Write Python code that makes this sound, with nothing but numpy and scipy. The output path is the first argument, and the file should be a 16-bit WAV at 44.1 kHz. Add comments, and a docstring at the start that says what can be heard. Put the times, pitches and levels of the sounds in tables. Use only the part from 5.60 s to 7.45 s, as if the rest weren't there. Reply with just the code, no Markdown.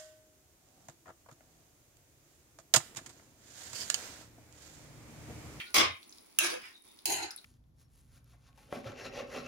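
"""Metal spoon stirs thick curry in a metal pan, close to the microphone in a small kitchen.
Light drags and thin pan notes lead into a first scrape: stick-slip grains through a pan colour.
It grows duller as the spoon slows; wet ticks (short noise bursts) and soft notes follow.
A second and a third scrape each start with a sharp clack; a low resonance rises within the second.
Drags, notes and ticks fall around them; sizzle grains and air, rising and falling in level, run throughout."""
import sys
import numpy as np
from scipy import signal
from scipy.fft import rfft, irfft, next_fast_len
from scipy.io import wavfile
from scipy.ndimage import uniform_filter1d

SR = 44100
rng = np.random.default_rng(int(sys.argv[2]) if len(sys.argv) > 2 else 0)


def unload_audio(sound):
    """Save the sound as a 16-bit wav file, at the path given as the first command line argument."""
    columns = np.transpose(np.atleast_2d(sound))
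    # keep every value between -1 and 1, then stretch to whole-number steps
    steps = np.round(np.clip(columns, -1, 1) * 32767)
    wavfile.write(sys.argv[1], SR, steps.astype(np.int16))


N = 81585
T = np.arange(N) / SR

# scrape force: t/s, level/dB
FORCE_1 = [(.1425, -24), (.1445, -24), (.2, -23.5), (.25, -30), (.3, -40.5), (.36, -79), (.4, -75)]
FORCE_2 = [(.787, -33), (.8, -36), (.86, -30.5), (.9, -35), (.95, -41.5), (1.0, -57.5), (1.03, -61)]
FORCE_3 = [(1.456, -39), (1.473, -41.5), (1.505, -34), (1.518, -31.5), (1.54, -34.5), (1.585, -39.5),
           (1.645, -38.5), (1.7, -55.5), (1.76, -127)]
# pan colour where each stroke rubs: f/Hz, level/dB
COLOUR_1 = [(76, -86), (130, -19.5), (303, -12), (394, -9.5), (660, -12.5), (829, -11.5), (935, -21.5),
            (1060, -3.5), (1520, -16), (2140, -5.5), (3200, -12), (6600, -16.5), (7910, -26), (9870, -21),
            (13100, -40), (15100, -25), (16000, -38)]
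COLOUR_2 = [(76, -74), (130, -41), (263, -20.5), (342, 2), (410, -10.5), (650, -10), (917, -11),
            (1030, -14), (1400, -10.5), (1680, 0.5), (1930, -13), (2560, -0.5), (2830, -9.5), (4780, -12),
            (6340, -10), (8070, -21.5), (10300, -9.5), (13300, -34), (16000, -19)]
COLOUR_3 = [(76, -40), (130, -15), (260, -16), (349, -2), (402, -3), (570, -16.5), (812, 2.5),
            (1270, -39.5), (1430, -16), (1680, -13), (2510, -4), (3010, -11), (3530, -23), (4150, -4),
            (5960, -18), (6470, -2), (8230, -18), (9670, -11), (11800, -15), (12800, -51), (14200, -19),
            (16000, -26)]
# scrapes: force, colour, dulling/(dB per s per kHz), pan ring/dB, bass rise/s
SCRAPES = [(FORCE_1, COLOUR_1, 18.4, -14, 0.008), (FORCE_2, COLOUR_2, 7.1, -11.5, 0.095),
           (FORCE_3, COLOUR_3, 8.6, -18, 0.0075)]
# pan modes: f/Hz, level/dB, t60/s
PAN_MODES = [(625, 8, .08), (1028, 2, .16), (1225, 3, .16), (1345, -1, .16), (2072, 2.5, .2), (2200, 3, .2),
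             (2466, 1, .18), (2670, -4, .18), (3130, -1, .15)]
# spoon landing: t/s, level/dB, decay/s, ring f/Hz, ring level/dB, ring decay/s, thump level/dB,
# right minus left/dB (crack and ring, ahead of the port balance)
CLACKS = [(0.7874, -12.5, 0.0024, 2600, -17.5, 0.0026, -46.5, 2.5),
          (1.4558, -19, 0.0044, 4640, -29, 0.0032, -60.5, -0.5)]
# colour of the crack: f/Hz, level/dB
CLACK_COLOUR = [(200, -50), (900, -14), (1450, -32), (1800, -29.5), (2750, 3.5), (3600, -12), (5000, -10),
                (7000, 0.5), (8200, -9), (9500, 3), (11000, -4.5), (13000, -16), (15000, -2), (16000, -2.5)]
# drags, one resonance each: peak t/s, rise/s, fall/s, level/dB, centre f/Hz, width/octave
DRAGS = [(.003, 0.033, 0.018, -40.5, 2310, 0.28), (.075, 0.02, 0.021, -56.5, 4140, 0.15),
         (1.045, 0.026, 0.059, -53, 2090, 0.4), (1.06, 0.08, 0.049, -61, 4900, 0.051),
         (1.496, 0.022, 0.017, -40.5, 351, 0.11), (1.169, 0.036, 0.013, -62.5, 3760, .05),
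         (1.29, 0.026, 0.051, -68, 3620, 0.043), (1.73, 0.17, 0.0074, -58.5, 1500, 0.12),
         (1.79, 0.018, 0.0048, -56, 3960, 0.087)]
# thin notes of the pan: peak t/s, swell/s, level/dB, f/Hz
NOTES = [(0.018, 0.05, -53, 2300), (.005, 0.043, -48, 3180), (0.009, 0.026, -60.5, 3500),
         (.02, 0.012, -55, 4360), (0.091, 0.041, -59, 1440), (0.3, 0.066, -52.5, 2070),
         (0.31, 0.057, -54, 3760), (1.05, 0.018, -57, 2400), (1.54, 0.044, -52, 2424),
         (1.609, 0.021, -50, 1410)]
# hollow opened in the sauce: t/s, f/Hz, level/dB
HOLLOW = [(0.793, 345.2, -62), (.835, 346.4, -39.5), (.91, 356, -49.5), (.935, 487, -39), (0.981, 499, -45),
          (1.02, 505, -84)]
# pushes that rock the pan: start t/s, end t/s, level/dB
PUSHES = [(0.172, 0.325, -52), (1.496, 1.664, -63.5)]
# low modes of the rocking pan: f/Hz, relative level/dB
THRUM_MODES = [(85.5, 3), (112, -4)]
# wet ticks and small touches: t/s, level/dB, f/Hz, decay/s
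TICKS = [(.4295, -47, 3900, .002), (.4946, -42.5, 6500, .001), (.525, -44, 5200, .002),
         (.5834, -46, 4770, .0015), (1.2221, -49, 10400, .0015), (1.3892, -47, 4190, .002),
         (1.7074, -32, 5300, .0012), (1.5218, -22, 10200, .0012), (1.7108, -40, 4800, .003),
         (1.711, -42, 10000, .004), (1.7625, -30, 10000, .0012), (1.7772, -43, 4200, .0015),
         (1.8438, -46, 2300, .003)]
# sizzle bubbles by size: f/Hz, level/dB ahead of BACK_GAIN, width/octave
SIZZLE = [(5060, -70.5, 0.45), (10180, -68.5, .08), (14800, -84.5, 0.027)]
# colour of the kitchen air: f/Hz, level/dB
AIR_COLOUR = [(25, -8), (90, 0.5), (140, -7), (240, 4.5), (350, 5), (480, -1.5), (900, -3), (1500, -8.5),
              (2100, -5.5), (5500, -12.5), (8200, -30.5), (10000, -10.5), (13300, -52), (15500, -9.5)]
# gain on sizzle and air: t/s, level/dB
BACK_GAIN = [(0, 6), (.42, 1), (.48, 3.5), (.76, 1.5), (.87, 11), (1.15, 0), (1.235, -5), (1.25, 3.5),
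             (1.45, -0.5), (1.85, 0)]
# room decay: f/Hz, t60/s
ROOM_DECAY = [(300, 0.17), (2500, 0.32), (8000, 0.17), (16000, 0.025)]
# port balance, left minus right: f/Hz, level/dB
BALANCE = [(100, 0.5), (1000, -1.7), (2500, 0.6), (5000, 1), (9500, 0), (12500, -6), (15500, -10)]

SLIPS_PER_S, SLIP_SPREAD_DB = 7000, 3.0
JUDDER_DB, JUDDER_SMOOTH_S = 1.8, 1 / 91.4
BASS_HZ = 620
METAL_COUNT, METAL_SHARE, METAL_T60_S = 160, .6, .08
THUMP_HZ, THUMP_DECAY_S = 129, 0.0044
NOTE_WAVER_HZ, HOLLOW_WAVER_HZ, THRUM_WAVER_HZ, WAVER_SMOOTH_S = 16, 18, 8, .012
PUSH_EDGE_S = 0.02
TICK_WIDTH_OCTAVE_HZ = 850  # width/octave times f/Hz
POPS_PER_S, POP_SPREAD_DB = 1500, 4.2
AIR_DB, AIR_SHARED = -65, 0.44  # AIR_DB ahead of BACK_GAIN
ROOM_DB = -5.5
LEFT_LATE_S, SHARED = 0.000866, 0.34  # SHARED: power share common to both ports
EDGE_HZ = 16100
FRAME, HOP = 256, 128  # STFT samples


def scrape(force, colour, dulling, ring_db, bass_rise_s, rubbing):
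    """Stick-slip grains drive the pan; bass builds up, treble fades as the spoon slows in the sauce."""
    level = amp(np.interp(T, *np.transpose(force), left=-150, right=-150))
    judder = smooth_noise(JUDDER_SMOOTH_S)
    slips = rubbing * amp(JUDDER_DB * judder)
    hz, t, z = signal.stft(tint(slips, colour), SR, nperseg=FRAME)
    hz = hz[:, None]
    t = np.clip(t, force[0][0], force[-1][0])
    # neutral at the energy centre: brighter before, duller after
    centre_s = np.average(T, weights=level ** 2)
    dull = amp(-dulling * (t - centre_s) * np.minimum(hz, 11000) / 1e3)
    build = 1 - np.exp(-(t - force[0][0]) / bass_rise_s - (hz / BASS_HZ) ** 2 / 2)
    # moving contact shifts the resonances; grit catches in bursts; bass is spared
    shifts = patches(z.shape[1:], depth_db=2.9, length_s=.07, width_hz=350)
    bursts = patches(z.shape[1:], depth_db=2.3, length_s=.014, width_hz=1400)
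    grit = (shifts * bursts) ** (hz / (hz + BASS_HZ))
    rub = level * signal.istft(z * dull * build * grit, SR, nperseg=FRAME)[1][:, :N]
    rub = signal.sosfilt(signal.butter(2, 70, "high", fs=SR, output="sos"), rub)
    return rub + amp(ring_db) * ring(rub, PAN_MODES)


def metal():
    """Steady rubbing: slips ring many short, high modes of spoon and pan, giving a metallic grain."""
    t = T[:SR // 8]
    place, size, left, right = rng.random((METAL_COUNT, 4)).T[:, :, None]
    index = np.arange(METAL_COUNT)[:, None]
    hz = 900 + 15000 * ((index + place) / METAL_COUNT) ** 1.5
    waves = np.sin(2 * np.pi * (hz * t + np.array([left, right])))
    body = ((1 + size) * hz ** .2 * waves).sum(1) * amp(-60 * t / METAL_T60_S)
    slips = grains(SLIPS_PER_S, SLIP_SPREAD_DB)
    highs = unit(irfft(rfft(slips, N) * rfft(body, N), N))
    low_pass = signal.butter(4, 900, fs=SR, output="sos")
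    lows = signal.sosfilt(low_pass, grains(SLIPS_PER_S, SLIP_SPREAD_DB))
    bare = grains(SLIPS_PER_S, SLIP_SPREAD_DB)
    return np.sqrt(1 - METAL_SHARE) * bare + np.sqrt(METAL_SHARE) * (highs + lows)


def clack(s, db, decay_s, hz, ring_db, ring_s, thump_db, right_db):
    """Metal meets metal: a bright crack, a short ring of the spoon and a soft thump."""
    crack = amp(db) * tint(burst(s, decay_s) * noise(SHARED), CLACK_COLOUR)
    spoon = amp(ring_db) * tint(burst(s, ring_s) * noise(SHARED), band(hz, octaves=0.072))
    thump = amp(thump_db) * burst(s, THUMP_DECAY_S) * np.sin(2 * np.pi * THUMP_HZ * (T - s))
    return (crack + spoon) * amp([[-right_db / 2], [right_db / 2]]) + thump


def drag(s, rise_s, fall_s, db, hz, octaves, rubbing):
    """Spoon drags through the food; one resonance swells and fades."""
    swell = np.exp(-((T - s) / np.where(T < s, rise_s, fall_s)) ** 2)
    return amp(db) * swell * tint(rubbing, band(hz, octaves))


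def notes():
    """The sliding spoon makes single pan modes sing out and fade."""
    total = 0
    for s, swell_s, db, hz in NOTES:
        swell = np.exp(-((T - s) / swell_s) ** 2)
        total = total + amp(db) * swell * tone(hz, NOTE_WAVER_HZ)
    return total


def hollow():
    """A low resonance rises in pitch as the second stroke pushes through the sauce."""
    s, hz, db = np.transpose(HOLLOW)
    gate = (T > s[0]) * (T < s[-1])
    return gate * amp(np.interp(T, s, db)) * tone(np.interp(T, s, hz), HOLLOW_WAVER_HZ)


def thrum():
    """Pan rocks on the stove during each push; its low modes sound with soft edges."""
    push = 0
    for start, end, db in PUSHES:
        outside_s = abs(T - np.clip(T, start, end))
        push = push + amp(db) * np.exp(-outside_s / PUSH_EDGE_S)
    return push * unit(sum(amp(db) * tone(hz, THRUM_WAVER_HZ) for hz, db in THRUM_MODES))


def ticks():
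    """Sauce bubbles snap and the spoon edge touches the pan: short band-limited noise bursts."""
    hiss = noise(SHARED)
    total = 0
    for s, db, hz, decay_s in TICKS:
        shape = band(hz, TICK_WIDTH_OCTAVE_HZ / hz)
        total = total + amp(db) * tint(burst(s, decay_s) * hiss, shape)
    return total


def background():
    """Oil crackles faintly as resonant grains over kitchen air; one level curve moves both."""
    sizzle = 0
    for hz, db, octaves in SIZZLE:
        pops = grains(POPS_PER_S, POP_SPREAD_DB)
        sizzle = sizzle + amp(db) * tint(pops, band(hz, octaves))
    air = amp(AIR_DB) * tint(noise(AIR_SHARED), AIR_COLOUR)
    return (sizzle + air) * amp(np.interp(T, *np.transpose(BACK_GAIN)))


def room(x):
    """Short diffuse tail of pan and kitchen: noise with frequency-dependent decay."""
    hz, t, z = signal.stft(rng.standard_normal((2, SR // 2)), SR, nperseg=FRAME)
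    decay = amp(-60 * t / read(ROOM_DECAY, hz)[:, None])
    tail = signal.istft(z * decay, SR, nperseg=FRAME)[1]
    return signal.fftconvolve(x, tail / np.linalg.norm(tail[0]), axes=1)[:, :N]


def ring(x, modes):
    """Rings decaying modes at the rms of x; each reaches the two ports in its own phase."""
    t = T[:SR // 2]
    body = 0
    for hz, db, t60 in modes:
        phase = rng.random((2, 1))
        body = body + amp(db - 60 * t / t60) * np.sin(2 * np.pi * (hz * t + phase))
    y = signal.fftconvolve(x, body, axes=1)[:, :N]
    return unit(y) * x.std()


def patches(shape, depth_db, length_s, width_hz):
    """Random gains over frequency and time, smoothed over the given length and width."""
    field = uniform_filter1d(rng.standard_normal(shape), round(length_s * SR / HOP), 1)
    field = uniform_filter1d(field, round(width_hz * FRAME / SR), 0)
    return unit(amp(depth_db * unit(field)))


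def tone(hz, waver_hz):
    """Unsteady sine of rms 1, later at the left port; waver_hz is the rms deviation."""
    turns = np.cumsum(hz + waver_hz * smooth_noise(WAVER_SMOOTH_S)) / SR
    return np.sqrt(2) * np.sin(2 * np.pi * np.array([turns - hz * LEFT_LATE_S, turns]))


def smooth_noise(window_s):
    """Slow random curve of rms 1: noise under a moving average."""
    return unit(uniform_filter1d(rng.standard_normal(N), int(window_s * SR)))


def burst(s, decay_s):
    """Sudden start and exponential fall."""
    return (T >= s) * np.exp(-np.maximum(T - s, 0) / decay_s)


def grains(per_s, spread_db):
    """Random tiny impacts of uneven size at both ports, rms 1."""
    hits = rng.random(N) < per_s / SR
    size = hits * amp(spread_db * np.minimum(rng.exponential(1, N), 4))
    z = size * rng.choice([-1., 1.], (3, N))
    return unit(ports(z[0], z[1:], SHARED))


def noise(shared):
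    """White noise at both ports."""
    z = rng.standard_normal((3, N))
    return ports(z[0], z[1:], shared)


def ports(common, own, shared):
    """Two microphone ports: the shared part reaches the left one later."""
    both = np.array([np.roll(common, round(LEFT_LATE_S * SR)), common])
    return np.sqrt(shared) * both + np.sqrt(1 - shared) * own


def tint(x, points):
    """Causal minimum-phase filter of unit power with the given (f/Hz, level/dB) shape."""
    size = 4096
    # fold the cepstrum onto positive time
    cep = irfft(np.log(amp(read(points, np.fft.rfftfreq(size, 1 / SR)))))
    cep[1:size // 2] *= 2
    cep[size // 2 + 1:] = 0
    taps = irfft(np.exp(rfft(cep)))
    return signal.fftconvolve(x, taps[None] / np.linalg.norm(taps), axes=1)[:, :N]


def band(hz, octaves):
    """One resonance as a (f/Hz, level/dB) shape."""
    f = np.geomspace(50, 20000, 300)
    return np.c_[f, -20 * np.log10(1 + (np.log2(f / hz) / octaves) ** 2 / 2)]


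def read(points, hz):
    """Reads a table on a log-frequency axis."""
    f, v = np.transpose(points)
    return np.interp(np.log(hz + 1), np.log(f + 1), v)


def amp(db):
    """Decibels to gain."""
    return 10 ** (np.asarray(db) / 20)


def unit(x):
    """Scales to rms 1."""
    return x / np.sqrt(np.mean(x ** 2) + 1e-20)


def scene():
    """Spoon and pan in the room, over the sizzle; each stroke rubs a spot with its own fine modes."""
    rubbing = metal()  # one texture for all drags
    scrapes = sum(scrape(*r, metal()) for r in SCRAPES)
    clacks = sum(clack(*r) for r in CLACKS)
    drags = sum(drag(*r, rubbing) for r in DRAGS)
    spoon = scrapes + clacks + drags + ticks()
    return spoon + amp(ROOM_DB) * room(spoon) + notes() + hollow() + thrum() + background()


def record(dry):
    """Port balance over frequency (less top at the left), then the band limit."""
    size = next_fast_len(N + 4096)
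    tilt = read(BALANCE, np.fft.rfftfreq(size, 1 / SR))
    heard = irfft(rfft(dry, size) * amp(np.array([tilt, -tilt]) / 2), size)[:, :N]
    low_pass = signal.firwin(255, EDGE_HZ, window=("kaiser", 8), fs=SR)
    return signal.oaconvolve(heard, low_pass[None], "same")


dry = scene()
out = record(dry)
unload_audio(out)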